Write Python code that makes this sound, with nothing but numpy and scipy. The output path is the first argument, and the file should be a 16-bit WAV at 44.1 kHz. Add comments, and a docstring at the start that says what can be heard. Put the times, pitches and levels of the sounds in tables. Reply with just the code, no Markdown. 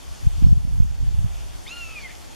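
"""A hawk's scream after a gust

Over a steady outdoor hiss and faint tones, a gust buffets the microphone, driving the two channels in
opposite directions; a limiter ducks the hiss and lets it slowly back up. A small bird peeps once.
Then a hawk in a bare tree gives one hoarse scream, a harmonic tone that leaps up, holds, sags and
breaks into squeaks. The trees scatter it back, and a faint tick follows."""
import sys
import numpy as np
from scipy import signal
from scipy.io import wavfile
from scipy.ndimage import uniform_filter1d

SR = 44100
rng = np.random.default_rng(int(sys.argv[2]) if len(sys.argv) > 2 else 0)


def master_out(mix):
    """Clip the mix to full scale and print it as 16-bit PCM to the path in sys.argv[1]."""
    frames = np.transpose(np.atleast_2d(mix))
    ceiling = np.clip(frames, -1, 1)
    pcm = np.round(ceiling * 32767).astype(np.int16)
    wavfile.write(sys.argv[1], SR, pcm)


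N = 103635
TIME = np.arange(N) / SR


def from_db(db):
    """Amplitude grows tenfold for every 20 dB."""
    return 10 ** (np.asarray(db) / 20)


def unit_rms(x):
    """Dividing by the root mean square gives unit power."""
    return x / np.sqrt(np.mean(x ** 2) + 1e-20)


def curves(rows, outside=None):
    """Linear interpolation in time, one curve for each column after the first."""
    times, *columns = np.transpose(rows)
    return [np.interp(TIME, times, column, outside, outside) for column in columns]


def bell(centre_s, width_s):
    """A Gaussian envelope of height 1, whose width is its standard deviation."""
    return np.exp(-((TIME - centre_s) / width_s) ** 2 / 2)


def filtered(x, hz, kind):
    """A second-order Butterworth filter, maximally flat in its passband."""
    sections = signal.butter(2, np.clip(hz, 10, .45 * SR), kind, fs=SR, output="sos")
    return signal.sosfilt(sections, x)


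def drift(rate_hz):
    """Low-passed noise gives smooth random motion of unit power."""
    pole = np.exp(-2 * np.pi * rate_hz / SR)
    return unit_rms(signal.lfilter([1], [1, -2 * pole, pole * pole], rng.standard_normal(N + SR))[SR:])


def coloured(hz, db, flicker_db=0):
    """Spectral shaping: third-octave noise bands, each free to flicker, summed to unit power."""
    out, edges = 0, 18 * 2 ** (np.arange(31) / 3)
    white = rng.standard_normal((2, N + SR // 4))
    for k, band in enumerate(zip(edges, edges[1:])):
        band_db = np.interp(np.mean(np.log(band)), np.log(hz), db) + flicker_db * drift(11)
        out = out + filtered(white[k % 2], band, "band")[-N:] * from_db(band_db)
    return unit_rms(out)


# Outdoor hiss. Each row: frequency in Hz, relative density in dB of the mid signal, then of the side.
HISS_SPECTRA = [(150, 5.5, 9.5), (316, 4.5, 7), (540, 0.5, 4), (735, 7.5, 2.5), (1024, 1.5, -1.5),
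                (2050, -2.5, -8), (3080, 1.5, -10), (5240, -1.5, -13), (7300, -1, -10), (8850, -9.5, -15.5),
                (12000, -6, -10.5), (14260, -22, -30)]


def hiss(pan_db=1):
    """The sum and difference of independent noises make a wide hiss, a little stronger on the left."""
    hz, mid_db, side_db = np.transpose(HISS_SPECTRA)
    mid = from_db(-47) * coloured(hz, mid_db, flicker_db=1.36)
    side = from_db(-45) * coloured(hz, side_db, flicker_db=1.36)
    return np.array([(mid + side) * from_db(pan_db / 2), (mid - side) * from_db(-pan_db / 2)])


def narrowband(phase, spread_hz):
    """Random modulation in quadrature spreads a tone into a narrow band of noise."""
    return drift(spread_hz) * np.sin(phase) + drift(spread_hz) * np.cos(phase)


# Faint background tones. Each row: frequency in Hz, level in dB.
DRONE_TONES = [(597, -67.5), (713, -63), (835, -74.5)]


def drone():
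    """Very narrow noise bands are heard as wavering tones, independent in each channel."""
    out = np.zeros((2, N))
    for channel in out:
        for hz, db in DRONE_TONES:
            channel += from_db(db) * narrowband(2 * np.pi * hz * TIME, spread_hz=17)
    return out


# Strength of the gust. Each row: time in seconds, level in dB before dulling.
GUST_LEVEL = [(0, -44.5), (.11, -28.5), (.18, -43), (.255, -16.5), (.31, -22.5), (.41, -17.5), (.46, -14.5),
              (.54, -15.5), (.63, -19.5), (.79, -17), (.9, -18.5), (.97, -22), (1.03, -17.5), (1.12, -19.5),
              (1.25, -18), (1.33, -25.5), (1.55, -32), (1.65, -38.5), (1.74, -44), (1.83, -32),
              (1.95, -38.5), (2.35, -41.5)]
# Wind rumble. Each row: frequency in Hz, relative spectral density in dB.
WIND_SPECTRUM = [(20, -6.5), (40, 3), (75, 2), (110, -2.5), (160, -13), (240, -37), (420, -71),
                 (700, -70.5)]


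def wind(dull_hz=88, full_gust_db=-17):
    """Turbulence on the microphone rumbles mostly in antiphase; light air is duller than a full gust."""
    gust_db, = curves(GUST_LEVEL)
    bright = np.clip(from_db(gust_db - full_gust_db) ** 2, 0, 1)
    flow = np.array([coloured(*np.transpose(WIND_SPECTRUM)) for _ in range(2)])
    flow /= np.sqrt(uniform_filter1d(flow ** 2, size=3000, axis=1))  # even out chance swells
    side, mid = from_db(gust_db) * (bright * flow + (1 - bright) * filtered(flow, dull_hz, "low"))
    return np.array([side, -side]) + from_db(-11.5) * mid


# Eddies striking the microphone. Each row: centre in seconds, peak in dB,
# time from centre to peak in seconds, left minus right in dB.
EDDIES = [(.273, -3.5, .0022, 3.5), (0.425, -8.5, 0.0013, -3), (0.4466, -2, 0.0026, -3.5),
          (0.4684, -2, 0.0016, -2.5), (.489, -4.5, .0022, -2.5), (0.513, -6.5, 0.0025, 0.5),
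          (0.5285, 1, 0.0018, 2.5), (0.577, -5, .0024, 4), (0.652, -10.5, .0016, -2),
          (0.676, -16, 0.0012, -2), (0.729, -8, 0.0032, -2.5), (0.75, -18.5, 0.0027, -4),
          (0.805, 1, 0.0019, -2), (0.828, -7, 0.0036, -5), (0.849, -14, 0.0015, -2.5),
          (0.908, -11.5, 0.0033, -4.5), (1.008, -14, 0.004, -5.5), (1.032, -8.5, 0.0031, -4),
          (1.085, -9, 0.0027, -1.5), (1.147, -10, 0.0023, -3.5), (1.191, -6, 0.0024, -2.5),
          (1.246, -8.5, .0019, -3), (1.264, -12, 0.0022, -2.5)]


def buffets():
    """Each eddy is a bipolar pressure pulse, opposite in the two channels and stronger in one."""
    out = 0
    for centre_s, db, half_s, pan_db in EDDIES:
        offset = (TIME - centre_s) / half_s
        pulse = offset * np.exp((1 - offset ** 2) / 2)
        out = out + np.outer([-from_db(db + pan_db / 2), from_db(db - pan_db / 2)], pulse)
    return out


def peep(centre_s=.485, hz=5250):
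    """A small bird's peep is a pure tone under a brief Gaussian envelope."""
    return from_db(-48) * bell(centre_s, width_s=.0078) * np.sin(2 * np.pi * hz * (TIME - centre_s))


# Rates of the random motion in the hawk's pitch (jitter) and level (shimmer).
JITTER_HZ, SHIMMER_HZ = 163, 96


def flutter(hoarse, hz=300, depth=.45, wander_rad=1.5):
    """Amplitude modulation with a wandering phase makes a hoarse voice beat quickly and unevenly."""
    return 1 + depth * hoarse * np.sin(2 * np.pi * hz * TIME + wander_rad * drift(SHIMMER_HZ))


# Hoarse breath. Each row: time in seconds, gain in dB shared by throat rasp and beak air.
BREATH_GAIN = [(1.648, -76), (1.678, -53), (1.76, -52), (1.83, -55), (1.92, -52), (2.03, -56), (2.085, -53),
               (2.115, -52), (2.13, -55), (2.16, -85)]
# Air through the open beak. Each row: frequency in Hz, relative spectral density in dB.
BEAK_SPECTRUM = [(600, -50), (1600, -15), (2150, -4), (2800, -12), (3500, 4), (4500, -16), (5400, -1),
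                 (7000, -11), (11000, -27), (16000, -40)]


def breath(phase, throat_hz=(1570, 2750)):
    """Throat resonance filters a rasp around the second harmonic, while air hisses through the beak."""
    rasp = filtered(narrowband(2 * phase, spread_hz=390), throat_hz, "band")
    air = from_db(-1.5) * coloured(*np.transpose(BEAK_SPECTRUM))
    return from_db(curves(BREATH_GAIN, -np.inf)[0]) * (rasp + air)


# Pitch of the scream. Each row: time in seconds, fundamental in Hz.
SCREAM_PITCH = [(1.655, 922.5), (1.68, 1205), (1.692, 1268), (1.72, 1380), (1.745, 1406), (1.795, 1402),
                (1.85, 1336), (1.94, 1289), (1.98, 1209), (2.015, 1137), (2.05, 1067), (2.095, 954),
                (2.12, 1031)]
# Rough attack, clean hold, rough fall. Each row: time in seconds, hoarseness from 0 to 1.
HOARSENESS = [(1.66, 0.99), (1.705, 0.86), (1.725, 0.45), (1.835, 0.01), (1.87, 0.8), (1.94, 0.9),
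              (1.975, 0.4), (2.015, 0.7), (2.055, 0.1), (2.1, 0.96)]
# The harmonic that carries the scream. Each row: time in seconds, level in dB.
SECOND_HARMONIC = [(1.65, -69), (1.668, -48), (1.683, -44), (1.694, -51), (1.722, -33), (1.755, -46),
                   (1.768, -39), (1.792, -42.5), (1.812, -36), (1.843, -37), (1.858, -45.5), (1.945, -48.5),
                   (1.968, -33), (1.984, -34), (2.009, -55), (2.053, -34.5), (2.076, -43), (2.085, -60)]
# The weaker harmonics. Each row: time in seconds, levels in dB of harmonics 1, 3, 4 and 5.
WEAK_HARMONICS = [(1.655, -72, -66, -70, -80), (1.679, -58, -39.5, -56, -60), (1.694, -58, -39.5, -58, -51),
                  (1.709, -57, -58, -66, -48), (1.725, -52, -46, -66, -57), (1.75, -48, -50, -68, -63),
                  (1.785, -47, -50, -66, -59), (1.85, -57, -64, -66, -55.5), (1.93, -56, -66, -67, -61),
                  (1.99, -57, -62, -66, -72), (2.022, -60, -62, -49, -74), (2.05, -61, -57, -64, -74),
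                  (2.09, -72, -68, -78, -82)]


def scream(jitter=.00844, shimmer_db=4):
    """A nearly periodic voice gives a harmonic series, roughened by jitter, shimmer and flutter."""
    pitch, = curves(SCREAM_PITCH)
    hoarse, = curves(HOARSENESS)
    phase = 2 * np.pi * np.cumsum(pitch * (1 + jitter * hoarse * drift(JITTER_HZ))) / SR
    first, *upper = curves(WEAK_HARMONICS, -np.inf)
    second, = curves(SECOND_HARMONIC, -np.inf)
    tone = 0
    for k, db in enumerate([first, second, *upper], start=1):
        tone = tone + from_db(db + shimmer_db * hoarse * drift(SHIMMER_HZ)) * np.sin(k * phase)
    # Brief period doubling adds lines at 1.5 and 2.5 times the fundamental.
    doubling = from_db(-56) * bell(centre_s=2, width_s=.014) * drift(SHIMMER_HZ)
    tone += doubling * 2 * np.cos(phase / 2) * np.sin(2 * phase)
    return np.sqrt(2) * tone * flutter(hoarse) + breath(phase)


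def tree_echoes(call, delay_s=.028, t60_s=.5, paths_per_s=600, width=.7):
    """Scattering from trunks and ground returns many dull reflections that decay exponentially."""
    age = np.arange(SR) / SR
    paths = rng.standard_normal((2, SR)) * (rng.random((2, SR)) < paths_per_s / SR)
    paths *= (age > delay_s) * from_db(-60 * age / t60_s)
    echoes = [signal.fftconvolve(call, unit_rms(path) / np.sqrt(SR))[:N] for path in paths]
    mid, side = filtered(echoes, hz=2900, kind="low")
    return from_db(-12) * np.array([mid + width * side, mid - width * side])


# Squeaks that end the scream. Each row: centre in seconds, peak in dB before flutter, frequency in Hz.
SQUEAKS = [(2.097, -44, 1800), (2.108, -43.5, 2350), (2.118, -42, 2020)]


def voice_breaks(jitter=.0507):
    """The voice breaks into short tone bursts that rattle with frequency and amplitude modulation."""
    warped_time = np.cumsum(1 + jitter * drift(JITTER_HZ)) / SR
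    out = 0
    for centre_s, db, hz in SQUEAKS:
        out = out + from_db(db) * bell(centre_s, width_s=.0036) * np.sin(2 * np.pi * hz * warped_time)
    return out * flutter(hoarse=1)


def hawk(left_db=-.2, right_lag_s=5e-6):
    """Nearly equal level and arrival time in both channels place the call ahead, amid its echoes."""
    call = scream() + voice_breaks()
    direct = np.array([call * from_db(left_db), np.interp(TIME - right_lag_s, TIME, call)])
    return direct + tree_echoes(call)


def tick(start_s=2.153, decay_s=.001):
    """A noise burst with a fast exponential decay is heard as one faint, dry tick."""
    age = TIME - start_s
    burst = from_db(-30.5) * rng.standard_normal(N) * (age > 0) * np.exp(-abs(age) / decay_s)
    return filtered(burst, hz=(2200, 6500), kind="band")


def scene():
    """Hawk, wind and background add by superposition."""
    return hawk() + wind() + buffets() + hiss() + drone() + peep() + tick()


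def limiter(x, threshold_db=-1.5, attack_s=.016, release_db_per_s=8, ceiling=1.86):
    """Gain reduction: peaks pull the gain down, it creeps back, and saturation rounds the overshoot."""
    peak_db = 20 * np.log10(np.abs(x).max(axis=0) + 1e-9)
    excess_db = np.maximum(peak_db - threshold_db, 0)
    release_db = release_db_per_s * TIME
    held_db = np.maximum.accumulate(excess_db + release_db) - release_db
    pole = np.exp(-1 / (attack_s * SR))
    reduction_db = signal.lfilter([1 - pole], [1, -pole], held_db)
    return ceiling * np.tanh(x * from_db(-reduction_db) / ceiling)


# Narrow dips in the recorder's response. Each row: centre in Hz, width in Hz.
RESPONSE_NOTCHES = [(3950, 220), (7880, 42)]


def record(dry, cutoff_hz=14250):
    """Limiting, then linear filtering by two narrow notches and a steep elliptic low-pass."""
    out = limiter(dry)
    for hz, width_hz in RESPONSE_NOTCHES:
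        out = signal.lfilter(*signal.iirnotch(hz, hz / width_hz, fs=SR), out)
    return signal.sosfilt(signal.ellip(10, .2, 80, cutoff_hz, fs=SR, output="sos"), out)


dry = scene()
out = record(dry)
master_out(out)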